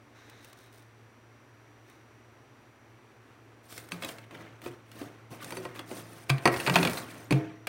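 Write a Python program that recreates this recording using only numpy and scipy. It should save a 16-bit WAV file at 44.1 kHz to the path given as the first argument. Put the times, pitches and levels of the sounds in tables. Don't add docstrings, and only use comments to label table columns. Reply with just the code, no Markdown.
import sys
import numpy as np
from scipy import signal
from scipy.fft import rfft, irfft
from scipy.io import wavfile

SR = 44100
rng = np.random.default_rng(int(sys.argv[2]) if len(sys.argv) > 2 else 0)


def dump(signal):
    limited = np.clip(np.atleast_2d(signal).T, -1, 1)
    pcm = np.round(limited * 32767).astype(np.int16)
    wavfile.write(sys.argv[1], SR, pcm)


N = 338688
TIME = np.arange(N) / SR
HIT_TIME = np.arange(SR * 3 // 5) / SR


def gain_of(db):
    return 10 ** (np.asarray(db) / 20)


def evened(x):
    return x / np.sqrt(np.mean(x ** 2) + 1e-20)


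def even_start(x):
    return x / np.sqrt(np.mean(x[:round(.03 * SR)] ** 2) + 1e-20)


def add(mix, s, sound):
    part = mix[max(round(s * SR), 0):][:len(sound)]
    part += sound[:len(part)]


def look_up(points, hz):
    f, value = np.transpose(points)
    return np.interp(np.log(hz + 1), np.log(f + 1), value)


def colour(x, tone, size=4096):
    log_gain = np.log(gain_of(look_up(tone, abs(np.fft.fftfreq(size, 1 / SR)))))
    taps = np.fft.ifft(np.exp(np.conj(signal.hilbert(log_gain)))).real
    return signal.fftconvolve(x, taps[:size // 2])[:len(x)]


def wander(per_s):
    keep_slow = np.exp(-(np.fft.rfftfreq(N, 1 / SR) / per_s) ** 2)
    return evened(irfft(rfft(rng.standard_normal(N)) * keep_slow, N))


def ring(notes, stretch=1):
    return sum((-1) ** k * gain_of(db - 60 * HIT_TIME / fade_s)
               * np.sin(2 * np.pi * hz * stretch * HIT_TIME)
               for k, (hz, db, fade_s) in enumerate(notes))


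def burst(fade_s, rise_s=0.00072):
    noise = rng.standard_normal(len(HIT_TIME))
    return noise * gain_of(-60 * HIT_TIME / fade_s) * (1 - np.exp(-HIT_TIME / rise_s))


def toned_burst(tone, fade_s, rise_s=0.00072):
    return even_start(colour(burst(fade_s, rise_s), tone))


def clicks(per_s, spread_db):
    out = np.zeros(N)
    when, size, sign = rng.random((round(per_s * N / SR), 3)).T
    size_db = spread_db * np.minimum(-np.log(1 - size), 4)
    out[(when * N).astype(int)] = np.sign(sign - .5) * gain_of(size_db)
    return out


def grains(per_s, spread_db, clump_db):
    return evened(clicks(per_s, spread_db) * gain_of(clump_db * wander(92)))


def chips(per_s, spread_db, lo_hz, hi_hz, cycles, count=20):
    out = np.zeros(N)
    for hz in np.geomspace(lo_hz, hi_hz, count):
        decay = np.exp(-hz / cycles / SR)
        feedback = [1, -2 * decay * np.cos(2 * np.pi * hz / SR), decay * decay]
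        hits = clicks(per_s / count, spread_db) + 1e-12
        out += np.sqrt(hz) * evened(signal.lfilter([1, 0, -1], feedback, hits))
    return evened(out)


def push(start, attack, hold, fall_db_per_s, onset_db=-21):
    t = TIME - start
    swell = np.clip(t / max(attack, 1 / SR), 0, 1)
    return (t > 0) * gain_of(onset_db * (1 - swell) - fall_db_per_s * np.maximum(t - attack - hold, 0))


# (frequency [Hz], level [dB])
AIR_TONE = [(25, -9), (60, -12), (100, -7.5), (120, 1.5), (160, -18), (280, -4), (400, -7), (520, -11),
            (1300, -13), (2200, -16), (3200, -24.5), (5500, -31), (7500, -34.5), (16000, -41)]
# (pitch [Hz], level [dB])
HUM_NOTES = [(113, -59), (226, -72.5), (339, -80)]
WHINE_NOTES = [(5652, -91), (5766, -77.5), (5825, -85), (5879, -84), (5992, -81.5), (8140, -92)]
# (time [s], hum change [dB], whine change [dB])
MOTOR_CHANGES = [(0, -0.5, -5), (.7, 1, -3.5), (1.9, -2.5, -0.5), (3.4, -3, -5.5), (3.9, 3.5, -5),
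                 (7.7, 5, 1.5)]
def room():
    air = gain_of(-56.5) * evened(colour(rng.standard_normal(N), AIR_TONE)) * gain_of(.5 * wander(4.8))
    drift = 0.14 * wander(1)
    hum = sum(gain_of(db) * evened(np.sin(2 * np.pi * (hz * TIME + drift))) for hz, db in HUM_NOTES)
    whine = sum(gain_of(db) * evened(np.sin(2 * np.pi * (hz * TIME + 0.043 * wander(4.2))))
                for hz, db in WHINE_NOTES)
    times, hum_db, whine_db = np.transpose(MOTOR_CHANGES)
    hum *= gain_of(np.interp(TIME, times, hum_db) + 1.3 * wander(9) - 1)
    whine *= gain_of(np.interp(TIME, times, whine_db) - 0.5)
    return air + hum + whine


# (frequency [Hz], fade time [s])
ECHO_FADES = [(150, 0.39), (1000, 0.56), (1900, 0.58), (2600, 0.21), (4000, 0.21), (16000, 0.059)]
def echoes(x):
    hz, t, bands = signal.stft(rng.standard_normal(len(HIT_TIME)), SR, nperseg=256)
    fade = gain_of(-60 * t / look_up(ECHO_FADES, hz)[:, None])
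    tail = signal.istft(bands * fade, SR, nperseg=256)[1][:len(HIT_TIME)]
    tail *= 1 - np.exp(-HIT_TIME / 0.0012)
    return signal.fftconvolve(x, tail / np.linalg.norm(tail))[:N]


# (frequency [Hz], level [dB])
SPLINTER_TONE = [(2000, 3), (4500, 0), (5800, -1.5), (7000, -4), (9300, 1.5), (10800, -6), (16000, -2)]
# (frequency [Hz], level [dB])
RUSTLE_TONE = [(100, -9), (300, 2), (900, -5), (1700, 2.5), (2800, -7), (3300, -10), (3800, 1), (4600, -14),
               (6000, -7), (7500, -19), (16000, -28)]
# (start [s], swell [s], hold [s], crackle [dB], rustle [dB])
LIGHT_TOUCHES = [(.12, 0.045, 0.27, -76, -58.5), (0.385, 0.044, .05, -59, -59.5),
                 (0.546, 0.031, 0.067, -62, -61.5), (.69, 0.044, 0.037, -58.5, -66),
                 (1.8, 0.088, .03, -66, -65)]
def crackle():
    crystals, rustle = np.zeros((2, N))
    for *timing, crackle_db, rustle_db in LIGHT_TOUCHES:
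        crystals = np.maximum(crystals, gain_of(crackle_db) * push(*timing, fall_db_per_s=165))
        rustle = np.maximum(rustle, gain_of(rustle_db) * push(*timing, fall_db_per_s=87))
    breaks = colour(grains(per_s=1200, spread_db=3, clump_db=2), SPLINTER_TONE)
    return crystals * evened(breaks) + rustle * evened(colour(rng.standard_normal(N), RUSTLE_TONE))


# (pitch [Hz], level [dB], fade time [s])
SPOON_NOTES = [(4554, 0, .08), (6132, -3, .07), (7650, -10, .04), (8150, -6, .05), (9030, 0, .06),
               (9260, -5, .04), (11080, -7, .06), (13900, -13, .04)]
def singing(fizz, bare_from_s=5.3, fade_s=0.016):
    catches = grains(per_s=500, spread_db=3, clump_db=2)
    out = np.zeros(N)
    for hz, db, _ in SPOON_NOTES[1:]:
        pole = gain_of(-60 / fade_s / SR) * np.exp(2j * np.pi * hz / SR)
        contact = gain_of(3 * wander(10))
        out += gain_of(db) * contact * evened(signal.lfilter([1], [1, -pole], catches).imag)
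    return gain_of(-9.5) * fizz * (TIME > bare_from_s) * evened(out)


# (start [s], swell [s], hold [s], pressure on the wall [dB], fizz [dB])
SPOON_PUSHES = [(3.63, 0.097, 0.077, -52.5, -49.5), (3.906, .008, 0.02, -44, -51),
                (3.987, 0.042, 0.078, -44.5, -46.5), (4.303, 0.0073, 0.11, -44.5, -65.5),
                (4.609, 0.019, 0.035, -46.5, -54), (4.858, 0.14, 0.035, -44.5, -53),
                (5.297, 0.017, 0.016, -42, -52), (5.395, 0.041, 0.14, -44, -51.5),
                (5.602, 0.021, 0.013, -43.5, -53.5), (5.732, 0.02, 0.028, -45.5, -57),
                (5.847, 0.052, 0.085, -43.5, -48.5), (6.0, .04, 0.19, -51, -57),
                (6.285, 0.0072, 0.011, -38.5, -47.5), (6.39, .04, .025, -43, -53),
                (6.47, 0.059, 0.19, -38, -44), (6.646, 0.09, 0.12, -28, -39.5),
                (6.878, 0.028, 0.074, -36.5, -42), (6.996, 0.042, .2, -47, -56.5),
                (7.302, .008, 0.013, -33.5, -51)]
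def strokes():
    drag, crunch, fizz = np.zeros((3, N))
    for *timing, pressure_db, fizz_db in SPOON_PUSHES:
        crunch_db = -52.5 + 0.76 * (pressure_db + 45.5)
        drag = np.maximum(drag, gain_of(pressure_db) * push(*timing, fall_db_per_s=110))
        crunch = np.maximum(crunch, gain_of(crunch_db) * push(*timing, fall_db_per_s=79))
        fizz = np.maximum(fizz, gain_of(fizz_db) * push(*timing, fall_db_per_s=179))
    return drag, crunch, fizz


# (frequency [Hz], level [dB])
CRUNCH_TONE = [(400, -42), (1000, -1), (1700, -2), (2600, -5.5), (3500, -11), (5000, -19), (7000, -17.5),
               (16000, -41)]
DRAG_TONE = [(40, -41), (80, 4.5), (160, 10.5), (220, 7.5), (350, 10), (600, 6), (1000, -1.5), (1600, -2.5),
             (4000, -32)]
# (pitch [Hz], level [dB], fade time [s])
WALL_NOTES = [(337.7, 2.5, 0.32), (453.4, -5.5, 0.045), (543, -10.5, 0.067), (688, -16.5, 0.31),
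              (932, 15.5, 0.073), (1065.5, 15, 0.078), (1316, 8.5, 0.19), (1510, -7.5, 0.07),
              (1910, 7, 0.19)]
def scraping(drag, crunch, fizz):
    slips = grains(per_s=2900, spread_db=2, clump_db=0)
    clumps = gain_of(3 * wander(37))
    big_chips = chips(per_s=900, spread_db=2.1, lo_hz=1169, hi_hz=6120, cycles=8.1)
    pings = chips(per_s=300, spread_db=5, lo_hz=5000, hi_hz=14800, cycles=30)
    small_chips = chips(per_s=6000, spread_db=3, lo_hz=3480, hi_hz=16800, cycles=4.3)
    coarse = evened(colour(slips + clumps * big_chips, CRUNCH_TONE))
    fine = evened(colour(gain_of(-7.5) * slips + clumps * small_chips + gain_of(-7) * pings,
                         SPLINTER_TONE))
    wall_ring = evened(signal.fftconvolve(slips, ring(WALL_NOTES))[:N])
    wall = evened(colour(slips + gain_of(-14.5) * wall_ring, DRAG_TONE))
    return gain_of(-3) * drag * wall + crunch * coarse + gain_of(-0.5) * fizz * fine


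# (frequency [Hz], level [dB])
CRACK_TONE = [(60, -12), (300, -8.5), (900, 1.5), (1600, 4), (2800, -0.5), (4000, -2.5), (5500, -15),
              (7000, -10), (16000, -22)]
# (pitch [Hz], level [dB], fade time [s])
CRUST_NOTES = [(1559, -4.5, 0.057), (2497, 1, 0.0091), (2680, 2, 0.063), (2906, 4.5, 0.012),
               (3360, -2.5, 0.028), (4084, -3.5, 0.031), (4595, -3, 0.038), (4930, -10, 0.029),
               (5210, -0.5, 0.015)]
def ice_crack(hz, fade_s, note_db, note_fade_s):
    crust_ring = ring(CRUST_NOTES, stretch=rng.uniform(.92, 1.08))
    crust = even_start(signal.fftconvolve(burst(0.0042), crust_ring)[:len(HIT_TIME)])
    piece = even_start(ring([(hz, 0, note_fade_s)]))
    crack = toned_burst(CRACK_TONE, fade_s) + gain_of(note_db) * piece + gain_of(-2) * crust
    return crack / abs(crack).max()


# (frequency [Hz], level [dB])
RATTLE_TONE = [(100, -49), (300, -16), (600, 1), (1400, -2), (2500, -14), (6000, -50)]
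# (time [s], level [dB], pitch [Hz],
# splinters [dB])
ICE_SNAPS = [(0.297, -59, 3500, -52), (0.4453, -51, 2220, -49.5), (0.529, -50, 5400, -51.5),
             (1.8982, -47, 2100, -58), (3.724, -50, 3000, -46), (3.778, -35.5, 2100, -40.5),
             (3.8878, -57, 2300, -50), (4.0228, -24.5, 2180, -52), (4.034, -25, 3400, -50),
             (4.0461, -23.5, 3850, -37), (4.0886, -28, 3160, -45), (4.1836, -34, 2190, -56),
             (4.309, -39, 2040, -70), (4.617, -40.5, 2350, -53), (4.9156, -43, 2890, -51.5),
             (5.4255, -40, 2080, -52), (5.444, -45, 2470, -40.5), (5.506, -35, 5500, -40),
             (5.759, -38, 2010, -52), (5.792, -24, 3360, -44.5), (6.2951, -18, 2580, -34),
             (6.381, -30, 2350, -52), (6.54, -20, 2140, -45), (6.562, -23.5, 2250, -52),
             (6.6001, -20, 2820, -45), (6.6641, -15, 2420, -53), (6.6729, -12, 2470, -52),
             (6.74, -20, 4250, -37), (6.7467, -20, 3970, -40), (6.7631, -11, 2720, -38),
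             (6.786, -18, 2730, -42), (6.8286, -13, 2540, -49), (6.8499, -12, 2430, -38),
             (6.8721, -13.5, 2310, -50), (6.8961, -23, 2270, -38), (6.932, -42, 4120, -37.5),
             (6.972, -23.5, 4100, -51), (7.67, -18, 2360, -35)]
def snaps():
    out = np.zeros(N)
    for s, db, hz, splinter_db in ICE_SNAPS:
        crack = ice_crack(hz, fade_s=0.039, note_db=-0.5, note_fade_s=0.035)
        jolt = gain_of(-20.5) * toned_burst(DRAG_TONE, fade_s=0.16)
        rattle = gain_of(-23.5) * toned_burst(RATTLE_TONE, fade_s=0.063)
        spray = toned_burst(SPLINTER_TONE, fade_s=0.014, rise_s=0.0034)
        add(out, s, gain_of(db - 2.5) * (crack + jolt + rattle) + gain_of(splinter_db - 5.5) * spray)
    return out


# (frequency [Hz], level [dB])
KNOCK_TONE = [(60, -26), (150, -15), (260, 3.5), (500, -1.5), (900, -8.5), (2500, -46.5)]
# (pitch [Hz], level [dB], fade time [s])
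THUMP_NOTES = [(141.3, 4, 0.22), (294, -25, .35), (479, -27, 0.25), (703, -25, 0.58)]
# (time [s], crack [dB], thump [dB], thump pitch [Hz], panel [dB],
# panel pitch [Hz], panel fade time [s], clatter [dB], spoon ring [dB])
WALL_KNOCKS = [(3.9194, -15.5, -41.5, 176, -46.5, 274, 0.13, -60, -46),
               (4.6608, -27.5, -47, 125, -35, 352.5, 0.21, -39.5, -62),
               (5.0138, -33, -56, 208, -38, 290.7, 0.24, -45, -67),
               (5.5225, -24, -56, 108, -41, 353, 0.33, -38, -48),
               (5.5698, -24.5, -52, 175, -36.5, 373, 0.28, -40, -45),
               (5.6516, -27, -46.5, 120.7, -35.5, 365, 0.13, -35, -54),
               (5.9126, -28.5, -49, 196, -37, 365, 0.12, -49, -60),
               (6.2998, -4, -23.5, 136.3, -35, 353, 0.13, -29.5, -42),
               (6.4551, -4, -33, 150.4, -18, 342, 0.23, -13, -31.5),
               (6.4746, -9, -37, 128, -21, 356, 0.13, -20.5, -36),
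               (6.6775, -14.5, -31.5, 139, -29.5, 397, 0.079, -21, -59),
               (6.6968, -6.5, -31.5, 177.6, -37, 286, 0.22, -28, -55),
               (6.7569, 0, -29, 174.6, -26.5, 376, 0.23, -15.5, -52),
               (7.308, -12.5, -29.5, 183, -22.5, 299.8, 0.17, -35, -40),
               (7.324, -12, -22, 137.6, -28, 315.5, 0.5, -48, -62)]
def knocks(crust_hz=2387):
    out = np.zeros(N)
    spoon, upper_wall = even_start(ring(SPOON_NOTES)), even_start(ring(WALL_NOTES[3:]))
    for s, db, thump_db, thump_hz, panel_db, panel_hz, fade_s, clatter_db, spoon_db in WALL_KNOCKS:
        piece_hz = crust_hz * (1 + 0.026 * rng.uniform(-1.17, 1))
        crack = ice_crack(piece_hz, fade_s=0.018, note_db=0.5, note_fade_s=0.023)
        swell = 1 - np.exp(-HIT_TIME / 0.0095)
        thump = even_start(ring(THUMP_NOTES, thump_hz / THUMP_NOTES[0][0]) * swell)
        low_notes = [(hz, note_db, fade_s) for hz, note_db, _ in WALL_NOTES[:4]]
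        panel = even_start(ring(low_notes, panel_hz / WALL_NOTES[0][0]))
        panel = even_start(panel + gain_of(-5) * toned_burst(KNOCK_TONE, fade_s=.06))
        clatter = even_start(upper_wall + gain_of(3.5) * toned_burst(RATTLE_TONE, fade_s=0.047))
        wall = gain_of(thump_db) * thump + gain_of(panel_db - 1.5) * panel
        wall += gain_of(clatter_db - 6.5) * clatter
        add(out, s, gain_of(db - 5.5) * crack + wall + gain_of(spoon_db - 3) * spoon)
    return out


def scene():
    drag, crunch, fizz = strokes()
    ice = knocks() + snaps() + scraping(drag, crunch, fizz) + singing(fizz) + crackle()
    return (ice + gain_of(-13) * echoes(ice) + room())[None]


# (frequency [Hz], level [dB])
MIC_TONE = [(15, -47), (40, -8), (70, -1), (16000, -2)]
def record(dry):
    treble_cut = signal.firwin(511, 15950, window=("kaiser", 9), fs=SR)
    return signal.oaconvolve(colour(dry[0], MIC_TONE), treble_cut, "same")[None]


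dry = scene()
out = record(dry)
dump(out)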